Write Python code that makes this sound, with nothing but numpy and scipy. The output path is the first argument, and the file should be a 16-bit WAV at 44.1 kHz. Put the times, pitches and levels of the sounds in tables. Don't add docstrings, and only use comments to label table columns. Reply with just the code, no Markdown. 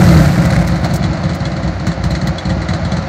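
import sys
import numpy as np
from scipy import signal
from scipy.fft import rfft, irfft
from scipy.io import wavfile

SR = 44100
rng = np.random.default_rng(int(sys.argv[2]) if len(sys.argv) > 2 else 0)


def store_pcm(level_fs):
    pcm = np.round(np.clip(level_fs, -1, 1) * 32767).astype(np.int16)
    wavfile.write(sys.argv[1], SR, np.atleast_2d(pcm).T)


N = 135828


# time_s, pitch_hz, level_db
NOTE_PATH = [(0.0, 177, -7.5), (0.04, 180.3, -27), (0.098, 171.5, -3.5), (0.146, 162, -16),
             (0.2, 155.2, -13), (0.235, 155.9, -12), (0.263, 149.1, -16), (0.36, 152, -24),
             (0.409, 156.6, -14), (0.434, 158.5, -19), (0.46, 157.5, -19), (0.51, 156.8, -10),
             (0.608, 166.5, -17.5), (0.66, 166.6, -17)]
NOTE_DB, NOTE_RELEASE_FROM_S, NOTE_RELEASE_S = -4.5, 0.4, 0.033
OVERTONE_RATIO, OVERTONE_DB = 1.91, -5.5

# time_s, level_db
RASP_LEVEL = [(0, -24.5), (.15, -28), (.3, -30), (.5, -26), (.7, -33), (1.1, -48), (3.08, -52)]
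# pitch_hz, level_db_per_hz
RASP_COLOUR = [(300, -17.5), (700, 6), (1000, -12), (1500, 5.5), (2150, 2), (2800, -19), (5000, -11.5),
               (9000, -16), (14000, -36)]
RASP_PER_S, RASP_SCATTER_DB, RASP_RISE_S, RASP_DECAY_S = 170, 5, 0.00088, 0.0026

# time_s, level_db
RUNNING_LEVEL = [(0.0, -12.5), (0.48, -19), (0.82, -20.5), (0.86, -15.5), (0.88, -20), (1.94, -22.5),
                 (2.98, -20), (3.06, -21.5), (3.08, -18)]
# pitch_hz, level_db_per_hz
CASING_COLOUR = [(200, -4), (320, 0.5), (390, -8.5), (480, -10), (535, 3.5), (590, -2), (650, 1),
                 (720, -0.5), (900, -8), (1150, -9), (1380, -7), (1650, -12), (2000, -10.5), (2600, -20.5),
                 (3300, -24), (4300, -17.5), (5000, -25), (7000, -30.5), (9000, -60), (11000, -100)]
WHIR_DB, CLATTER_DB, CLATTER_PER_S, CLATTER_SCATTER_DB = -4.5, -11.5, 260, 5

# time_s, level_db
FLOW_LEVEL = [(0, -25), (.2, -25), (.4, -34), (.6, -39.5), (1.0, -51), (1.5, -81), (3.08, -72)]
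# pitch_hz, level_db_per_hz
HISS_COLOUR = [(1500, 8.5), (3000, -3.5), (5000, -1.5), (7500, -2), (10500, -13), (13000, -5.5),
               (15500, -19)]

# pitch_hz, level_db_per_hz
BOOM_COLOUR = [(25, -79.5), (42, -53.5), (62, 23), (75, -1), (92, 16.5), (125, -6.5), (165, 9), (215, 1),
               (275, -12), (313, -1.5), (390, -13), (600, -67.5)]
BOOM_DB, BOOM_RISE_S, BOOM_DECAY_S, DRONE_DB = -17.5, 0.015, 0.027, -24

# start_s, level_db
FIRINGS = [(0.0015, 1.5), (0.0227, 0), (0.0468, -13), (0.0584, 1), (0.0819, 1.7), (0.0978, -13.5),
           (0.1111, -1), (0.1239, -7), (0.136, -1), (0.1486, -10.8), (0.1615, -1), (0.1749, -3),
           (0.1923, -3.5), (0.2069, -5), (0.2391, -5.5), (0.252, -6.5), (0.2665, -4), (0.3, -3.5),
           (0.3295, -8), (0.3758, 0.5), (0.3998, -11.8), (0.4213, -6.5), (0.4454, -1.8), (0.4845, -5.5),
           (0.5157, -2.5), (0.5581, -2), (0.582, -6), (0.6038, -6.6), (0.6278, -10), (0.656, -16),
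           (0.6797, -5.5), (0.72, -4.9), (0.7438, -15.5), (0.7645, -12.2), (0.7881, -15.4), (0.8284, -3),
           (0.8924, -7), (0.9286, -5), (0.9885, -7), (1.0313, -3), (1.0858, -6.5), (1.1295, -10),
           (1.1875, -10.5), (1.2373, -4), (1.2963, -7), (1.3356, -14), (1.4054, -6), (1.454, -8),
           (1.5169, -8.5), (1.5647, -12.4), (1.631, -6.5), (1.6721, -9.5), (1.8005, -8.5), (1.8699, -3.5),
           (1.977, -12), (2.04, -5), (2.1062, -6), (2.149, -12), (2.2225, -5.5), (2.2722, -5),
           (2.3321, -18), (2.4533, -6.5), (2.5037, -5.5), (2.5652, -9.5), (2.6188, -13.5), (2.688, -6),
           (2.7373, -8.5), (2.8006, -12.5), (2.852, -8.5), (2.9195, -5.5), (2.967, -8.5), (3.0324, -12.5)]
SILENCER_HZ, SILENCER_WIDTH_HZ, SILENCER_DB = 91, 20.6, 0.5
# pitch_hz, width_hz, signed_gain (ratio)
PIPE_MODES = [(65.2, 4.1, -1.63), (87, 20.5, -0.43), (88.2, 18.9, 0.76), (167.5, 20.2, 0.76),
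              (318, 54, -0.075), (549, 16, 0.13)]
# delay_s, gain (ratio; an open end inverts the wave)
PIPE_PATHS = [(0, 0.78), (0.0122, -1.64), (0.0188, -1.2), (0.056, 0.21)]

KICK_DB, KICK_LAG_S, KICK_WIDTH_S = -7, 0.0041, 0.0012

THROB_FROM_HZ, THROB_TO_HZ, THROB_S = 58, 68.94, 0.077
# multiple (of the fundamental), level_db
THROB_OVERTONES = [(5, -22), (9, -31.5), (11, -33)]

KNOCK_DB, KNOCK_RISE_S, KNOCK_DECAY_S = -22.5, 0.0045, 0.05

# start_s, level_db
SPITS = [(0.0155, -32), (0.0666, -23), (0.0874, -14), (0.144, -18), (0.172, -16.5), (0.259, -19.5),
         (0.3197, -22.5), (0.4513, -16), (0.5046, -18.5), (0.524, -17.5), (0.562, -23), (0.6744, -20),
         (0.72, -21.5), (0.7567, -20.5), (0.8442, -15), (0.9096, -22), (1.028, -21), (1.0393, -16),
         (1.1315, -21), (1.1697, -24), (1.2136, -33), (1.2365, -19.5), (1.293, -18), (1.3337, -21),
         (1.403, -23), (1.4528, -16), (1.517, -23.5), (1.565, -22.5), (1.6309, -21.5), (1.6766, -22.5),
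         (1.798, -25), (1.8678, -12.5), (1.916, -18), (2.0385, -14.5), (2.106, -16.5), (2.151, -14.5),
         (2.214, -18), (2.2716, -15), (2.382, -16), (2.453, -19), (2.4938, -20.5), (2.5009, -18.5),
         (2.617, -19), (2.6865, -14.5), (2.7354, -15), (2.849, -18.5), (2.9181, -16), (2.967, -17.5),
         (3.023, -27)]
# pitch_hz, level_db_per_hz
GAS_COLOUR = [(400, 1.5), (600, 1.5), (1000, 2.5), (1500, 3.5), (2050, 5.5), (2600, -11), (3050, -1),
              (3330, -21), (3650, -8.5), (4000, 7), (4350, 2), (4900, -8), (7000, -6), (9000, -18.5),
              (11000, -44.5), (13500, -37)]
SPIT_DB, SPIT_RISE_S, SPIT_DECAY_S = -6, 0.001, 0.0018
RUSH_DB, RUSH_LEAD_S, RUSH_RISE_S, RUSH_DECAY_S = -12.5, 0.0064, 0.009, 0.015

# pitch_hz, width_hz, level_db
TAILPIPE_MODES = [(1964, 66, -5.5), (3397, 48, -11.5), (4140, 15, -18.5), (4360, 150, -6.5),
                  (6200, 220, -20)]
TAILPIPE_DB, TAILPIPE_SCATTER_DB = -3.5, 3.5

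# start_s, level_db
PUFFS = [(.449, -31.5), (0.67, -30.5), (.843, -34), (0.935, -26), (.954, -28), (1.344, -35.5),
         (1.866, -37.5), (2.036, -38), (2.103, -38), (2.268, -32.5)]
# pitch_hz, level_db_per_hz
PUFF_COLOUR = [(2000, -6), (5000, 4.5), (7500, 6), (10000, -4.5), (14000, -4)]
PUFF_RISE_S, PUFF_DECAY_S = 0.0041, 0.0078

MIC_CUT_HZ, CLIP_KNEE, TOP_HZ = 46.4, 5.1, 15700


def undb(db):
    return 10 ** (np.asarray(db) / 20)


def unit(x):
    return x / np.sqrt(np.mean(x ** 2))


def fade(rows):
    return undb(np.interp(np.arange(N) / SR, *np.array(rows).T))


def colour(x, points):
    size = 8192
    hz, db = np.array(points).T
    bin_hz = np.arange(size // 2 + 1) * SR / size
    gain_db = np.interp(np.log(bin_hz + 1), np.log(hz), db)
    cepstrum = irfft(np.log(undb(gain_db)))
    cepstrum[1:size // 2] *= 2
    cepstrum[size // 2 + 1:] = 0
    response = irfft(np.exp(rfft(cepstrum)))
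    run_in = np.r_[x[-size:], x]
    return unit(signal.fftconvolve(run_in, response)[size:size + N])


def noise(points):
    return colour(rng.standard_normal(N), points)


def resonate(x, hz, width_hz):
    return signal.lfilter(*signal.iirpeak(hz, hz / width_hz, fs=SR), x)


def pulses(times, sizes):
    samples = np.clip(np.asarray(times) * SR, 0, N - 1).astype(int)
    return np.bincount(samples, sizes, N)


def bursts(times, db, rise_s, decay_s):
    t = np.arange(SR // 2) / SR
    shape = (1 - np.exp(-t / rise_s)) ** 2 * np.exp(-t / decay_s)
    power_shape = (shape / shape.max()) ** 2
    power = signal.fftconvolve(pulses(times, undb(db) ** 2), power_shape)[:N]
    return np.sqrt(np.maximum(power, 0))


def pipe_note():
    t = np.arange(N) / SR
    times, hz, db = np.array(NOTE_PATH).T
    phase = 2 * np.pi * np.cumsum(np.interp(t, times, hz)) / SR
    release = np.exp(-np.maximum(t - NOTE_RELEASE_FROM_S, 0) / NOTE_RELEASE_S)
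    gain = undb(np.interp(t, times, db) + NOTE_DB) * release
    overtone = undb(OVERTONE_DB) * np.sin(OVERTONE_RATIO * phase)
    return np.sqrt(2) * gain * (np.sin(phase) + overtone)


def rasp():
    chance = rng.random((int(RASP_PER_S * N / SR), 2))
    times = chance[:, 0] * N / SR
    grain_db = RASP_SCATTER_DB * (2 * chance[:, 1] - 1)
    grains = bursts(times, grain_db, RASP_RISE_S, RASP_DECAY_S)
    return fade(RASP_LEVEL) * noise(RASP_COLOUR) * unit(grains)


def machinery():
    chance = rng.random((int(CLATTER_PER_S * N / SR), 2))
    tick_db = -CLATTER_SCATTER_DB * np.log(0.066 + chance[:, 1])
    ticks = pulses(chance[:, 0] * N / SR, undb(tick_db))
    whir = undb(WHIR_DB) * noise(CASING_COLOUR)
    clatter = undb(CLATTER_DB) * colour(ticks, CASING_COLOUR)
    return fade(RUNNING_LEVEL) * (whir + clatter)


def hiss():
    return noise(HISS_COLOUR) * fade(FLOW_LEVEL)


def boom():
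    times, db = np.array(FIRINGS).T
    swell = bursts(times, db + BOOM_DB, BOOM_RISE_S, BOOM_DECAY_S)
    return noise(BOOM_COLOUR) * np.hypot(swell, undb(DRONE_DB))


def thumps():
    times, db = np.array(FIRINGS).T
    push = pulses(times, undb(db + SILENCER_DB)) * SR / (2 * SILENCER_WIDTH_HZ)
    swing = resonate(push, SILENCER_HZ, SILENCER_WIDTH_HZ)
    ring = sum(gain * resonate(swing, hz, width) for hz, width, gain in PIPE_MODES)
    t = np.arange(N) / SR
    return sum(gain * np.interp(t - lag, t, ring, left=0) for lag, gain in PIPE_PATHS)


def kicks():
    times, db = np.array(FIRINGS).T
    u = (np.arange(SR // 20) / SR - KICK_LAG_S) / KICK_WIDTH_S
    swing = (u ** 2 - 1) * np.exp(-u ** 2 / 2)
    return signal.fftconvolve(pulses(times, undb(db + KICK_DB)), swing)[:N]


def throbs():
    t = np.arange(N) / SR
    out = 0
    for start, db in FIRINGS:
        along = np.clip((t - start) / THROB_S, 0, 1)
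        mean_hz = THROB_FROM_HZ + (THROB_TO_HZ - THROB_FROM_HZ) * along / 2
        phase = 2 * np.pi * THROB_S * along * mean_hz
        tone = sum(undb(gain_db) * np.sin(k * phase) for k, gain_db in THROB_OVERTONES)
        swell = np.sqrt(np.abs(np.sin(np.pi * along)))
        out = out + undb(db) * swell * tone
    return out


def knock():
    times, db = np.array(FIRINGS).T
    return noise(CASING_COLOUR) * bursts(times, db + KNOCK_DB, KNOCK_RISE_S, KNOCK_DECAY_S)


def gas():
    times, db = np.array(SPITS).T
    spit = bursts(times, db + SPIT_DB, SPIT_RISE_S, SPIT_DECAY_S)
    rush = bursts(times - RUSH_LEAD_S, db + RUSH_DB, RUSH_RISE_S, RUSH_DECAY_S)
    return noise(GAS_COLOUR) * np.hypot(spit, rush)


def tailpipe():
    times, db = np.array(SPITS).T
    scatter = TAILPIPE_SCATTER_DB * rng.standard_normal((len(times), len(TAILPIPE_MODES))).T
    out = 0
    for (hz, width, gain_db), chance_db in zip(TAILPIPE_MODES, scatter):
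        jet_width = hz / 10
        jet = unit(resonate(rng.standard_normal(N), hz, jet_width))
        push = jet * bursts(times, db + gain_db + chance_db, SPIT_RISE_S, SPIT_DECAY_S)
        out = out + resonate(push, hz, width) * np.sqrt(jet_width / width)
    return undb(TAILPIPE_DB) * out


def puffs():
    times, db = np.array(PUFFS).T
    return noise(PUFF_COLOUR) * bursts(times, db, PUFF_RISE_S, PUFF_DECAY_S)


def scene():
    running = pipe_note() + rasp() + machinery() + hiss()
    firing = boom() + thumps() + kicks() + throbs() + knock()
    spitting = gas() + tailpipe() + puffs()
    return (running + firing + spitting)[None]


def record(dry):
    bass_cut = signal.butter(4, MIC_CUT_HZ, "high", fs=SR, output="sos")
    thin = signal.sosfilt(bass_cut, dry)
    clipped = thin / (1 + np.abs(thin) ** CLIP_KNEE) ** (1 / CLIP_KNEE)
    top_cut = signal.ellip(10, .2, 80, TOP_HZ, fs=SR, output="sos")
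    return signal.sosfilt(top_cut, clipped)


dry = scene()
out = record(dry)
store_pcm(out)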